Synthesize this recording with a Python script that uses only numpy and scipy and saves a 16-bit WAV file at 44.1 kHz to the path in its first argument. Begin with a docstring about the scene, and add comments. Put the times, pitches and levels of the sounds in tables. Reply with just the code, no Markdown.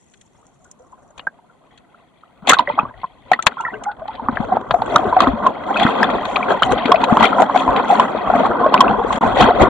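"""A camera in a waterproof housing on the nose of a surfboard, over the steady noise of its microphones.
Calm water laps, a wave slaps the board and drains, then paddling arms churn the sea.
The water is damped sine bubbles over filtered noise in four bands; drops splat on the housing as noise
bursts and air pockets ring as rising sines. The loud peaks overload; near the end the sound drops out briefly.
"""
import sys
import numpy as np
from scipy import signal
from scipy.fft import rfft, irfft, next_fast_len
from scipy.io import wavfile
from scipy.ndimage import uniform_filter1d, map_coordinates

SR = 44100
rng = np.random.default_rng(int(sys.argv[2]) if len(sys.argv) > 2 else 0)


def wrap_up_sound(samples):
    """Save the sound to the file named by the first command line argument, as 16-bit audio."""
    columns = np.atleast_2d(samples).T
    # keep every value between -1 and 1, then stretch to whole-number steps
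    tamed = np.clip(columns, -1, 1)
    steps = np.round(tamed * 32767).astype(np.int16)
    wavfile.write(sys.argv[1], SR, steps)


N = 427329


def amp(db):
    """Amplitude factor of a level in dB."""
    return 10 ** (np.asarray(db) / 20)


def unit(x):
    """x scaled to an RMS of 1."""
    return x / np.sqrt(np.mean(x ** 2) + 1e-20)


def along(points, hz):
    """(Hz, value) points interpolated on a log frequency axis."""
    f, v = np.transpose(points)
    return np.interp(np.log(hz + 1), np.log(f + 1), v)


def curves(rows):
    """One value per sample for each column after the time."""
    s, *columns = np.transpose(rows)
    return [np.interp(np.arange(N) / SR, s, column) for column in columns]


def wobble(knots_per_s):
    """A smooth random curve through normally distributed knots."""
    knots = rng.standard_normal(int(N * knots_per_s / SR) + 4)
    return map_coordinates(knots, [np.arange(N) * knots_per_s / SR])


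def coloured(x, spectrum):
    """x through a causal minimum-phase filter, made by folding the cepstrum of the spectrum."""
    m = 2 * next_fast_len(x.shape[-1] // 2 + 4096)
    hz = np.fft.rfftfreq(m, 1 / SR)
    fold = irfft(np.log(amp(along(spectrum, hz))), m)
    fold[1:m // 2] *= 2
    fold[m // 2 + 1:] = 0
    return irfft(rfft(x, m) * np.exp(rfft(fold)), m)[..., :x.shape[-1]]


# microphone noise spectrum: (frequency [Hz], relative density [dB])
HISS_SPECTRUM = [(60, -23.5), (150, 2), (400, -6), (1500, -21.5), (4400, -27.5), (5250, -41.5), (6200, -32),
                 (9000, -29.5), (11600, -30.5), (12800, -88), (16000, -120)]


def hiss():
    """The steady noise of the microphones: filtered noise, unrelated left and right."""
    return amp(-58.5) * unit(coloured(rng.standard_normal((2, N)), HISS_SPECTRUM))


# likeness of the ports: (frequency [Hz], left-right correlation [-1 to 1])
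PORT_LIKENESS = [(60, 1), (120, 1), (240, 0.83), (490, 0.3), (990, 1), (2000, 0.3), (4040, 0.34),
                 (5600, 0.48), (6400, -.6), (8140, -0.32)]
# balance of the ports: (frequency [Hz], left over right [dB])
PORT_BALANCE = [(60, 5), (100, 10.5), (180, 7.5), (310, 0.5), (530, 4), (920, -1.5), (1580, 1), (2730, 9),
                (4720, 7), (8140, 2.5)]


def ports(pair):
    """Two unrelated sounds mixed as the left and right port hear them, by frequency."""
    hz = np.fft.rfftfreq(N, 1 / SR)
    turn = np.arccos(np.clip(along(PORT_LIKENESS, hz), -1, 1)) / 2
    common, opposed = rfft(pair) * [np.cos(turn), np.sin(turn)]
    balance = amp(np.outer([.5, -.5], along(PORT_BALANCE, hz)))
    return irfft(np.array([common + opposed, common - opposed]) * balance, N)


# narrow housing modes that ring under the water's load: (centre [Hz], width [Hz], level [dB])
SHELL_MODES = [(270.3, 19, -3), (724, 38, -6.5), (1040, 100, -9), (2015, 220, 3), (3254, 150, 2),
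               (7300, 300, -1.5), (8850, 400, 3.5)]


def shell(x):
    """x plus the resonant ringing that it starts in the housing's modes."""
    f = np.fft.rfftfreq(N, 1 / SR)
    response = 1
    for centre, width, db in SHELL_MODES:
        response = response + amp(db) * 1j * f * width / (centre ** 2 - f * f + 1j * f * width)
    return irfft(rfft(x) * response, N)


def bubbles(count, pitch_hz, octaves, cycles, spread_db, size):
    """Random bubbles: quickly damped rising sines with a soft start, a few far louder than the rest."""
    when, tone, loud, life = rng.random((4, count))
    hz = pitch_hz * 2 ** (octaves * (2 * tone - 1))[:, None]
    turns = np.arange(size) / SR * hz
    tone_wave = np.sin(2 * np.pi * turns * (1 + 0.053 * turns / cycles))
    decay = amp(-30 * turns / (cycles * (0.83 + life[:, None])))
    ring = tone_wave * decay * (1 - np.exp(-turns)) ** 2
    ring *= amp(-spread_db * np.log(1 - .98 * loud))[:, None]
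    at = (when * N).astype(int)[:, None] + np.arange(size)
    return unit(np.bincount(at.ravel(), ring.ravel(), N + size)[:N])


def froth(spectrum, share, lumps_db, **grain):
    """Bubbles (share of the power) over noise, in lumps, through the ports and housing."""
    pair = []
    for _ in range(2):
        ringing = np.sqrt(share) * bubbles(**grain)
        pair.append(ringing + np.sqrt(1 - share) * rng.standard_normal(N))
    heard = ports(coloured(np.array(pair), spectrum))
    return unit(shell(heard * amp(lumps_db)))


# low band the housing lets through: (frequency [Hz], relative density [dB])
CHURN_SPECTRUM = [(60, -47.5), (100, -19), (170, -5), (253, -11), (350, -12), (716, 0.5), (885, -2),
                  (1070, -0.5), (1500, -4.5), (1900, -23), (2400, -27.5), (4000, -120)]


def churn(slosh, patter_db):
    """Large, low-pitched bubbles over noise."""
    lumps_db = .3 * patter_db + 1.5 * slosh + 1.6 * wobble(7)
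    return froth(CHURN_SPECTRUM, share=.6, lumps_db=lumps_db, count=8000, pitch_hz=617.7,
                 octaves=1.6, cycles=14, spread_db=2.3, size=1100)


# middle band the housing lets through: (frequency [Hz], relative density [dB])
SPRAY_SPECTRUM = [(700, -120), (1500, -6), (1970, -4), (2250, -9), (2510, -3), (2800, -9), (3300, -4),
                  (4400, -11.5), (5000, -31), (7000, -120)]


def spray(slosh, patter_db):
    """Smaller, higher bubbles over noise, following the droplets in full."""
    lumps_db = patter_db + 1.5 * slosh + 2.6 * wobble(11)
    return froth(SPRAY_SPECTRUM, share=.5, lumps_db=lumps_db, count=6000, pitch_hz=2911,
                 octaves=.75, cycles=20, spread_db=3.3, size=500)


# treble the housing lets through: (frequency [Hz], relative density [dB])
FIZZ_SPECTRUM = [(3000, -120), (4600, -64), (5300, -16.5), (6300, -5.5), (7200, -4), (8000, -10),
                 (8700, -13), (9500, -18), (12000, -35.5), (16000, -120)]


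def fizz(slosh, patter_db):
    """The finest, highest bubbles over noise, lumped most by the slosh among the froths."""
    lumps_db = patter_db + 3.0 * slosh + 2.5 * wobble(6.3)
    return froth(FIZZ_SPECTRUM, share=.5, lumps_db=lumps_db, count=5000, pitch_hz=6550,
                 octaves=.75, cycles=20, spread_db=3.3, size=240)


# bass of the moving water: (frequency [Hz], relative density [dB])
SURGE_SPECTRUM = [(5, -62), (25, -8), (50, 5.5), (85, 0), (130, 4.5), (200, -31), (500, -120)]


def surge(slosh):
    """Low noise of water pushing on the ports, far more on the left."""
    left, stray = rng.standard_normal((2, N))
    push = np.array([1.4 * left, .2 * left + .35 * stray])
    return unit(coloured(push, SURGE_SPECTRUM) * amp(3.9 * slosh + 2.7 * wobble(4.6)))


DRIPS_PER_S, DRIP_PEAK_MS = 45, 2


def drips():
    """Power of scattered droplets on the housing: short bumps, a few strong."""
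    when, size = rng.random((2, round(DRIPS_PER_S * N / SR)))
    ms = np.arange(SR // 25) / SR * 1000
    hits = np.bincount((when * N).astype(int), 1 / (1.02 - size) ** 1.02, N)
    bump = .5 * ms / DRIP_PEAK_MS * np.exp(1 - ms / DRIP_PEAK_MS)
    return np.abs(signal.fftconvolve(hits, bump)[:N])  # abs: no negative rounding residue


RISE_SHARE = 0.87  # rise time over fall time


def swells(under_db, peaks, drop_db):
    """A level raised by (s, dB, length s) peaks, each losing drop_db per length; powers add."""
    t, power = np.arange(N) / SR, amp(under_db) ** 2
    for s, db, length in peaks:
        away = np.maximum((s - t) / RISE_SHARE, t - s) / length
        near = away < 5
        power[near] += amp(db - drop_db * away[near]) ** 2
    return np.sqrt(power)


# water between splashes, calm, then draining, then paddled:
# (time [s], churn level [dB], spray level [dB], fizz level [dB], surge level [dB])
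WASH_LEVELS = [(0.0, -64.5, -71.5, -58, -65.5), (1.1, -51, -73, -67, -60.5), (1.4, -55.5, -70, -72, -64),
               (2.29, -54.5, -59, -87, -66), (2.43, -51, -66.5, -85, -60), (2.6, -40, -46.5, -78.5, -42),
               (3.2, -56.5, -58.5, -86, -61), (3.5, -47.5, -49.5, -67.5, -49.5),
               (4.0, -41, -63.5, -89, -52.5), (4.6, -36, -68, -85, -39), (5.1, -18.5, -36.5, -63, -38),
               (5.55, -35, -43.5, -85.5, -48), (6.1, -24, -33, -56, -40), (6.4, -23.5, -34, -54, -45),
               (7.0, -18, -33, -73, -38), (7.5, -20.5, -40.5, -80, -43.5), (8.25, -18, -36.5, -60, -37.5),
               (9.0, -21.5, -42.5, -61.5, -35.5), (9.69, -20.5, -35.5, -73, -34)]
# splashes of the wave and the arms:
# (peak time [s], churn level [dB], spray level [dB], fizz level [dB], length [s])
SPLASH_PEAKS = [(1.202, -47, -57, -81, 0.037), (2.491, -14.5, -30.5, -47, 0.02),
                (2.507, -15.5, -17.5, -31, 0.026), (2.531, -23.5, -24.5, -40.5, 0.037),
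                (2.605, -21.5, -41, -61, 0.026), (2.701, -32, -42, -70, 0.046),
                (2.803, -26.5, -44, -78, 0.058), (3.339, -31, -37, -69, 0.028),
                (3.487, -32, -47, -72, 0.056), (3.617, -39, -58, -62, 0.063), (3.733, -29, -58, -77, 0.038),
                (3.833, -30, -70, -85, 0.041), (4.14, -40, -43.5, -78, 0.14), (4.243, -33, -46, -85, 0.043),
                (4.415, -26, -38, -61.5, 0.2), (4.536, -20.5, -38.5, -64, 0.051),
                (4.753, -26.5, -61, -56, 0.081), (4.97, -22, -34.5, -50, 0.29),
                (5.226, -9.5, -21, -48, 0.056), (5.458, -16.5, -36.5, -51.5, 0.1),
                (5.707, -18, -44, -52, 0.11), (5.848, -13.5, -26.5, -46, 0.18),
                (6.01, -15, -26.5, -48.5, 0.076), (6.143, -15, -39, -62, 0.071),
                (6.304, -43, -32.5, -45.5, 0.079), (6.517, -12, -31.5, -46, 0.063),
                (6.658, -20, -28, -44, 0.044), (6.723, -13.5, -24, -40, 0.021),
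                (6.901, -14, -35, -45.5, 0.12), (7.167, -17, -38.5, -45.5, 0.24),
                (7.242, -10, -19.5, -35.5, 0.043), (7.408, -8.5, -25, -34.5, 0.036),
                (7.598, -20.5, -24.5, -46, 0.15), (7.778, -10, -22.5, -46, 0.046),
                (7.934, -15.5, -24.5, -35.5, 0.12), (8.025, -28.5, -29, -68, 0.076),
                (8.402, -13, -26, -49.5, 0.1), (8.752, -14, -30, -76, 0.31),
                (9.155, -20, -30.5, -39.5, 0.15), (9.233, -10.5, -28.5, -45, 0.068),
                (9.407, -8.5, -14, -34.5, 0.07), (9.463, -9.5, -24, -51, 0.078),
                (9.622, -11, -25, -43.5, 0.054)]
SPLASH_DROPS_DB = [11, 16.5, 17]  # loss of churn, spray, fizz over one length
# low shoves of the swell against the ports: (peak time [s], level [dB])
SWELL_SHOVES = [(2.46, -44.5), (2.75, -40.5), (2.95, -46), (4.41, -25.5), (5.31, -25.5), (6.64, -31),
                (7.219, -22), (7.7, -31), (9.21, -32), (9.42, -25), (9.65, -20)]
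SHOVE_S, SHOVE_DROP_DB = 0.12, 15.5  # length; loss over one length


def sea():
    """Four bands of moving water, each at its own level, sloshing in partly shared lumps."""
    *bands_db, surge_db = curves(WASH_LEVELS)
    s, *peaks_db, length = np.transpose(SPLASH_PEAKS)
    gains = []
    for under_db, peak_db, drop_db in zip(bands_db, peaks_db, SPLASH_DROPS_DB):
        gains.append(swells(under_db, zip(s, peak_db, length), drop_db))
    shoves = [(at, db, SHOVE_S) for at, db in SWELL_SHOVES]
    gains.append(swells(surge_db, shoves, SHOVE_DROP_DB))
    slosh = .6 * wobble(22) + .8 * wobble(55)
    patter_db = 10 * np.log10(1 + amp(-3) * drips())
    layers = (churn(slosh, patter_db), spray(slosh, patter_db), fizz(slosh, patter_db), surge(slosh))
    return sum(gain * layer for gain, layer in zip(gains, layers))


def add_at(out, s, burst):
    """Add a stereo burst to out, starting 30 samples ahead of time s."""
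    out[:, round(s * SR) - 30:][:, :burst.shape[-1]] += burst


# drops and sheets of water on the housing:
# (time [s], relative level [dB], treble drive over it [dB])
SPLAT_HITS = [(0.137, -35, -14), (0.211, -42.5, -2), (0.466, -60.5, 12), (0.643, -53, 8), (0.712, -55, 16),
              (1.178, -29.5, -15), (1.193, -25, -43), (1.775, -34, -18), (2.471, -9, -22),
              (2.479, -11, -20), (2.4877, -2, -19), (2.4935, 8, -10), (2.512, -3.5, -12),
              (2.5324, -5, -16.5), (2.54, -9.5, -23), (2.5863, -13.5, -31), (2.605, -20.5, -30),
              (3.315, -21, -13.5), (3.332, -11.5, -28), (3.3915, -28.5, -32), (3.4235, -20.5, -10.5),
              (3.462, -21, -3.5), (3.4667, 2.5, -23.5), (3.607, -34, -5), (3.836, -28, -6.5),
              (3.914, -32, -36), (4.077, -28.5, -31), (4.151, -27, -36), (4.7077, -8.5, -38),
              (4.818, -21.5, -46), (4.959, -33.5, -3), (5.203, -5, -29), (5.218, -16.5, -24),
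              (5.466, -23.5, -14), (5.7704, -13.5, -27), (5.796, -9, -31), (5.832, -15, -22.5),
              (6.0318, -15, -23), (6.2523, -22, -21), (6.361, -6.5, -49), (6.622, -10.5, -21.5),
              (6.631, -11, -26), (6.856, -10, -35), (6.917, -11.5, -31), (6.957, -18.5, -45),
              (7.013, -18.5, -29), (7.039, -6.5, -25), (7.198, -19, -22), (7.225, -15, -29),
              (7.419, -11.5, -15.5), (7.5717, -14, -30), (7.762, -14, -39), (7.91, -18, -19.5),
              (7.9996, -13.5, -24), (8.7396, -7, -29), (8.7753, -21, -49), (8.8053, -1.5, -19.5),
              (9.1264, -15, -17.5), (9.371, -18.5, -32), (9.386, -13, -32), (9.41, -7.5, -22),
              (9.424, -13, -22)]
SPLAT_T60_S, SPLAT_RISE_S = 0.032, 0.0014


def splats():
    """Short ragged noise bursts shake the housing's upper resonances, more at the left port."""
    low, high, t = np.zeros((2, N + SR)), np.zeros((2, N + SR)), np.arange(SR // 8) / SR
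    for s, db, treble_db in SPLAT_HITS:
        noise = rng.standard_normal((3, len(t)))
        ragged_db = 3.4 * np.repeat(rng.standard_normal(len(t) // 64 + 1), 64)[:len(t)]
        rise = 1 - np.exp(-(t / SPLAT_RISE_S) ** 2)
        a, b, c = noise * amp(-60 * t / SPLAT_T60_S + ragged_db) * rise
        add_at(low, s, amp(db) * np.array([a + .5 * b, a - .5 * b]))
        add_at(high, s, amp(db + treble_db) * np.array([0.65 * c + b, c - b]))
    body = amp([[13], [7]]) * coloured(low, SPRAY_SPECTRUM)
    treble = amp([[18], [15]]) * coloured(high, FIZZ_SPECTRUM)
    return (body + treble)[:, :N]


# air pockets ringing by the ports:
# (time [s], nominal pitch [Hz], level [dB], length [ms], left over right [dB])
AIR_POCKETS = [(0.428, 1240, -46, 5.4, 0), (0.654, 1420, -47, 19, 0), (0.796, 503, -43, 47, 0),
               (0.9242, 1000, -39.5, 22, 4), (1.1789, 980, -32, 3, 4), (1.1943, 1130, -23.5, 2.4, 1),
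               (1.198, 2910, -34, 8, 2), (1.2697, 1557, -11, 8.7, -2), (1.389, 935, -45, 13, 0),
               (1.497, 1360, -44.5, 12, 4), (1.945, 1390, -40, 7.3, 1), (2.2348, 1290, -37.5, 4.9, 2),
               (2.4224, 191, -30.5, 21, 7), (2.4743, 751, -9.5, 5.3, 3.5), (2.4947, 1052, 1, 7, 1),
               (2.505, 1900, -5.5, 7.2, -5), (2.5224, 1314, 3, 3.3, 1), (2.532, 1393, 2, 7.6, 1.5),
               (2.542, 1484, -8.5, 8, -1.5), (2.5679, 1048, -15.5, 14, -11), (2.588, 3680, -9.5, 1.8, 5),
               (2.592, 955, 0, 10, -7.5), (2.6746, 1980, -12, 5, 1), (2.679, 571, -15.5, 25, -2),
               (2.6998, 894, -9.5, 6.4, -2), (2.694, 3350, -33, 5, 5), (2.713, 2440, -32, 10, 5),
               (2.722, 1040, -33.5, 25, 0), (2.737, 258, -23, 10.5, 3.5), (2.741, 2150, -33, 10, 0),
               (2.776, 795, -14, 23, -1), (2.7817, 910, -9, 2.4, 5), (2.789, 1145, 0, 6, 0),
               (2.795, 2540, -17.5, 4.4, 11.5), (2.8265, 945, -22.5, 13, -4),
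               (2.8304, 218, -20.5, 8.3, 9.5), (2.8525, 1115, -20, 7.8, -0.5), (2.886, 1610, -41, 14, 6),
               (2.907, 990, -33.5, 12, -1), (2.941, 1900, -38.5, 5.3, 7), (3.034, 966, -16.5, 5.5, 2),
               (3.0408, 1044, -13.5, 10, 1), (3.3158, 732, 3.5, 7.5, 6), (3.333, 1965, -6.5, 8.6, -5),
               (3.3904, 1340, -12, 9.2, 6.5), (3.4667, 1037, 5, 2.7, 11.5), (3.4681, 1654, 2.5, 1.7, 12),
               (3.521, 1420, -22.5, 4.9, 5.5), (3.57, 1080, -20.5, 7.7, -5), (3.581, 1347, -23.5, 44, -2),
               (3.589, 3340, -40, 5, 9), (3.6007, 904, -15, 10, -1.5), (3.609, 2760, -34.5, 9.5, 6),
               (3.637, 1045, -22, 16, -2), (3.651, 1914, -14, 11, -2), (3.664, 1330, -15.5, 9, 1.5),
               (3.677, 1780, -23, 16, -1.5), (3.683, 940, -22, 15, 0), (3.703, 1970, -26.5, 11, 3.5),
               (3.7336, 420, -30, 39, 13.5), (3.735, 1510, -27, 19, 0), (3.74, 2830, -35.5, 9.6, 7),
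               (3.754, 2010, -36, 12, -1), (3.851, 2030, -35.5, 5.6, -2), (3.857, 1340, -21.5, 7.2, -1),
               (3.8619, 804, -15, 36, -0.5), (3.886, 1444, -24, 30, 1), (4.019, 633, -24.5, 19, 1.5),
               (4.055, 730, -22, 6.9, -1), (4.0823, 846, -19, 20, -0.5), (4.196, 905, -19, 8.4, 0),
               (4.22, 244, -26, 22, 5), (4.286, 1100, 0.5, 3.5, -1.5), (4.288, 250, -10, 13, 4),
               (4.3253, 206, -20.5, 17, 7.5), (4.372, 1610, -8, 1.9, 7.5), (4.4009, 210, -13, 9.3, 19.5),
               (4.5212, 755, -8.5, 17, -3), (4.569, 766, -3.5, 4.5, 1), (4.709, 1080, 2, 2, 4),
               (4.7404, 684, -5, 16.7, 7), (4.82, 860, -8, 4.7, -1), (4.949, 604, -12, 12, 1),
               (4.96, 1197, 10, 4, 0), (4.991, 730, -11.5, 11, 4), (5.032, 742, -13.5, 13, 2),
               (5.05, 404, -11.5, 15, 4), (5.1264, 1003, -6, 13, 0), (5.165, 743, 0.5, 14, 0.5),
               (5.2046, 1129, 3, 4.4, -2), (5.271, 1180, -3, 3.7, 0), (5.2713, 259.5, -6, 21, 4.5),
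               (5.3317, 222, -13.5, 22, 5), (5.464, 1011, 1, 12.7, 0), (5.7034, 750, -12, 19, -1),
               (5.76, 1370, -8.5, 8.4, 3.5), (5.767, 2480, -13.5, 7.5, 5), (5.815, 790, -3.5, 14, -0.5),
               (5.829, 3270, -14.5, 10.5, 9.5), (5.8499, 244, 0.5, 8.5, 3), (5.866, 1430, -3.5, 3.3, -7),
               (6.0308, 1712, 0.5, 2.7, 5), (6.042, 3220, -21, 6.1, 15), (6.092, 1170, -10, 3.2, 3),
               (6.36, 2450, -6, 2.2, 4.5), (6.368, 1210, -10.5, 6.6, 7), (6.4293, 2310, -12.5, 4.2, 5),
               (6.5057, 1590, -11, 4.6, 5), (6.6217, 1158, 1, 3.2, -0.5), (6.626, 1366, -2.5, 5, 0),
               (6.632, 3170, -5.5, 4.5, 10.5), (6.66, 743, -15.5, 25, 2), (6.692, 724, -13.5, 25, -3.5),
               (6.731, 513, -6, 10.7, 5.5), (6.8538, 256, -9, 12, 5), (6.892, 452, -8, 9.9, 11),
               (6.9189, 1039, 4, 6.9, -5.5), (6.9426, 675, -2, 10.4, 11), (6.958, 2570, -14.5, 6.3, -1),
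               (7.034, 916, -4.5, 9, 0), (7.123, 235, 2, 8.9, 8.5), (7.131, 1000, -5, 5, -1),
               (7.1704, 1037, 3, 3.4, -1.5), (7.198, 3280, -21, 4.2, 7), (7.2075, 948, 0, 7, 9),
               (7.229, 1058, 2.5, 2.8, -2), (7.243, 1326, -1.5, 6.8, 7), (7.3288, 1345, -16.5, 6.6, 26),
               (7.383, 950, -5, 9, 0), (7.3988, 731, -3.5, 10, -4), (7.4198, 660, 0, 5, 12),
               (7.428, 800, -3, 8, 0), (7.4971, 1010, -4, 3.5, -3), (7.547, 800, -9, 9, 0),
               (7.559, 728, 1, 8, 10), (7.62, 970, -11.5, 3.7, -6), (7.678, 970, -5, 5, 2.5),
               (7.768, 810, -13, 18, 0), (7.797, 980, -11, 5.9, 1), (7.8995, 795, -4.5, 22, 0.5),
               (7.9234, 697, -5.5, 19, 5), (7.953, 1010, -8, 9, 0.5), (7.997, 980, 6.5, 5, 0),
               (8.1495, 524, -9, 4.5, 10), (8.3, 670, -0.5, 6.6, 4.5), (8.3371, 714, -5.5, 8, 1.5),
               (8.401, 670, -11, 16, 0.5), (8.4329, 766, -11.5, 22, 0), (8.465, 856, -9, 6.7, -2),
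               (8.632, 1061, -9.5, 41, -1.5), (8.6619, 593, -2, 8.4, 2), (8.7217, 716, -9, 5.2, 0),
               (8.7412, 1000, 9, 4.5, -1.5), (8.778, 2590, -10, 2, 10), (8.8065, 1081, 10, 7, -2),
               (8.881, 2530, -14, 4.3, 8.5), (8.982, 461, -17, 26, 16), (9.047, 448, -13.5, 5.3, 25.5),
               (9.1048, 1010, -8, 8.8, -0.5), (9.236, 810, -5, 4.2, -2.5), (9.4, 900, -3, 5.4, 0),
               (9.408, 1123, -2, 4.5, -7.5), (9.421, 1270, -6.5, 6.5, 2), (9.464, 1072, -6, 5.1, -1),
               (9.486, 475, -3, 8.8, 0), (9.627, 423.5, -3.5, 5, 12), (9.635, 377, -1.5, 7, 7),
               (9.678, 260, -3, 5.7, 9)]
SWELL_MS, SWELL_SHARE = 0.4, 0.27  # swell time: fixed part plus share of the length; then the fade
COLLAPSE_DB = 3  # the fade steepens as the pocket bursts
PITCH_RISE = 0.036  # share of the nominal pitch gained per length
WET_DB, WET_FADE_DB_PER_MS = -10, 1  # ragged tail: froth scatters the ring
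PHASE_SCATTER_RAD = 0.27  # opposite at the two ports


def pockets():
    """Pockets swell and ring out, pitch rising, roughened by moving water; each knocks the housing."""
    out, knocks = np.zeros((2, N + SR)), np.zeros((2, N + SR))
    ms = np.arange(SR // 8) / SR * 1000
    for s, hz, db, length_ms, pan_db in AIR_POCKETS:
        swell_ms = SWELL_MS + SWELL_SHARE * length_ms
        fade_ms = max(length_ms - swell_ms, .5)
        knots = rng.standard_normal((2, 80))
        places = [np.outer([0, 1], ms ** 0), np.outer([1, 1], ms * .35)]
        waver, flutter = map_coordinates(knots, places, order=1)
        turns = np.cumsum(.985 + 0.038 * waver + PITCH_RISE * ms / length_ms) * hz / SR
        after = np.maximum(ms - swell_ms, 0) / fade_ms
        swell_db = -6 * np.clip(1 - ms / swell_ms, 0, 1)
        shape = amp(swell_db - 5.4 * after - COLLAPSE_DB * after ** 2)
        onset = 1 - np.exp(-(turns / 0.72) ** 2)
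        roughness = amp(2.0 * uniform_filter1d(flutter, size=40))
        phase = rng.normal() * PHASE_SCATTER_RAD * np.array([[1], [-1]])
        ring = shape * onset * roughness * np.sin(2 * np.pi * turns + phase)
        sides_db = np.array([[pan_db / 2], [-pan_db / 2]])
        add_at(out, s, amp(db + sides_db) * ring)
        thud = (1 - np.exp(-ms / 0.91)) * rng.standard_normal(len(ms))
        add_at(knocks, s, amp(db - 1.51 * ms + sides_db / 2) * thud)
    tail = amp(-WET_FADE_DB_PER_MS * ms) * rng.standard_normal((1, len(ms)))
    wet = amp(WET_DB) * signal.fftconvolve(out, tail / np.linalg.norm(tail[0]), axes=1)
    return (out + wet[:, :N + SR] + amp(4.5) * coloured(knocks, CHURN_SPECTRUM))[:, :N]


def scene():
    """Microphone noise, moving water, splats and air pockets together."""
    return hiss() + sea() + splats() + pockets()


# brief dropout: (start [s], end [s])
DROPOUT = (9.1885, 9.2085)
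EDGE_S, FLOOR_GAIN = 0.006, .002  # fades around the dropout and at the end
DULL_HZ, TOP_HZ = 9300, 20500  # treble rolloff corner; band limit


def record(dry):
    """The input stage clips, the sound drops out once and ends softly, then the treble is limited."""
    clipped = dry / (1 + np.abs(dry) ** 12) ** (1 / 12)
    t = np.arange(N) / SR
    from_dropout_s = np.maximum(DROPOUT[0] - t, t - DROPOUT[1])
    from_edge_s = np.minimum(from_dropout_s, t[-1] - t)
    gated = clipped * np.clip(from_edge_s / EDGE_S, FLOOR_GAIN, 1)
    m = 2 * next_fast_len(N // 2 + SR // 10)
    hz = np.fft.rfftfreq(m, 1 / SR)
    response = (hz < TOP_HZ) / np.sqrt(1 + (hz / DULL_HZ) ** 4)
    return irfft(rfft(gated, m) * response, m)[:, :N]


dry = scene()
out = record(dry)
wrap_up_sound(out)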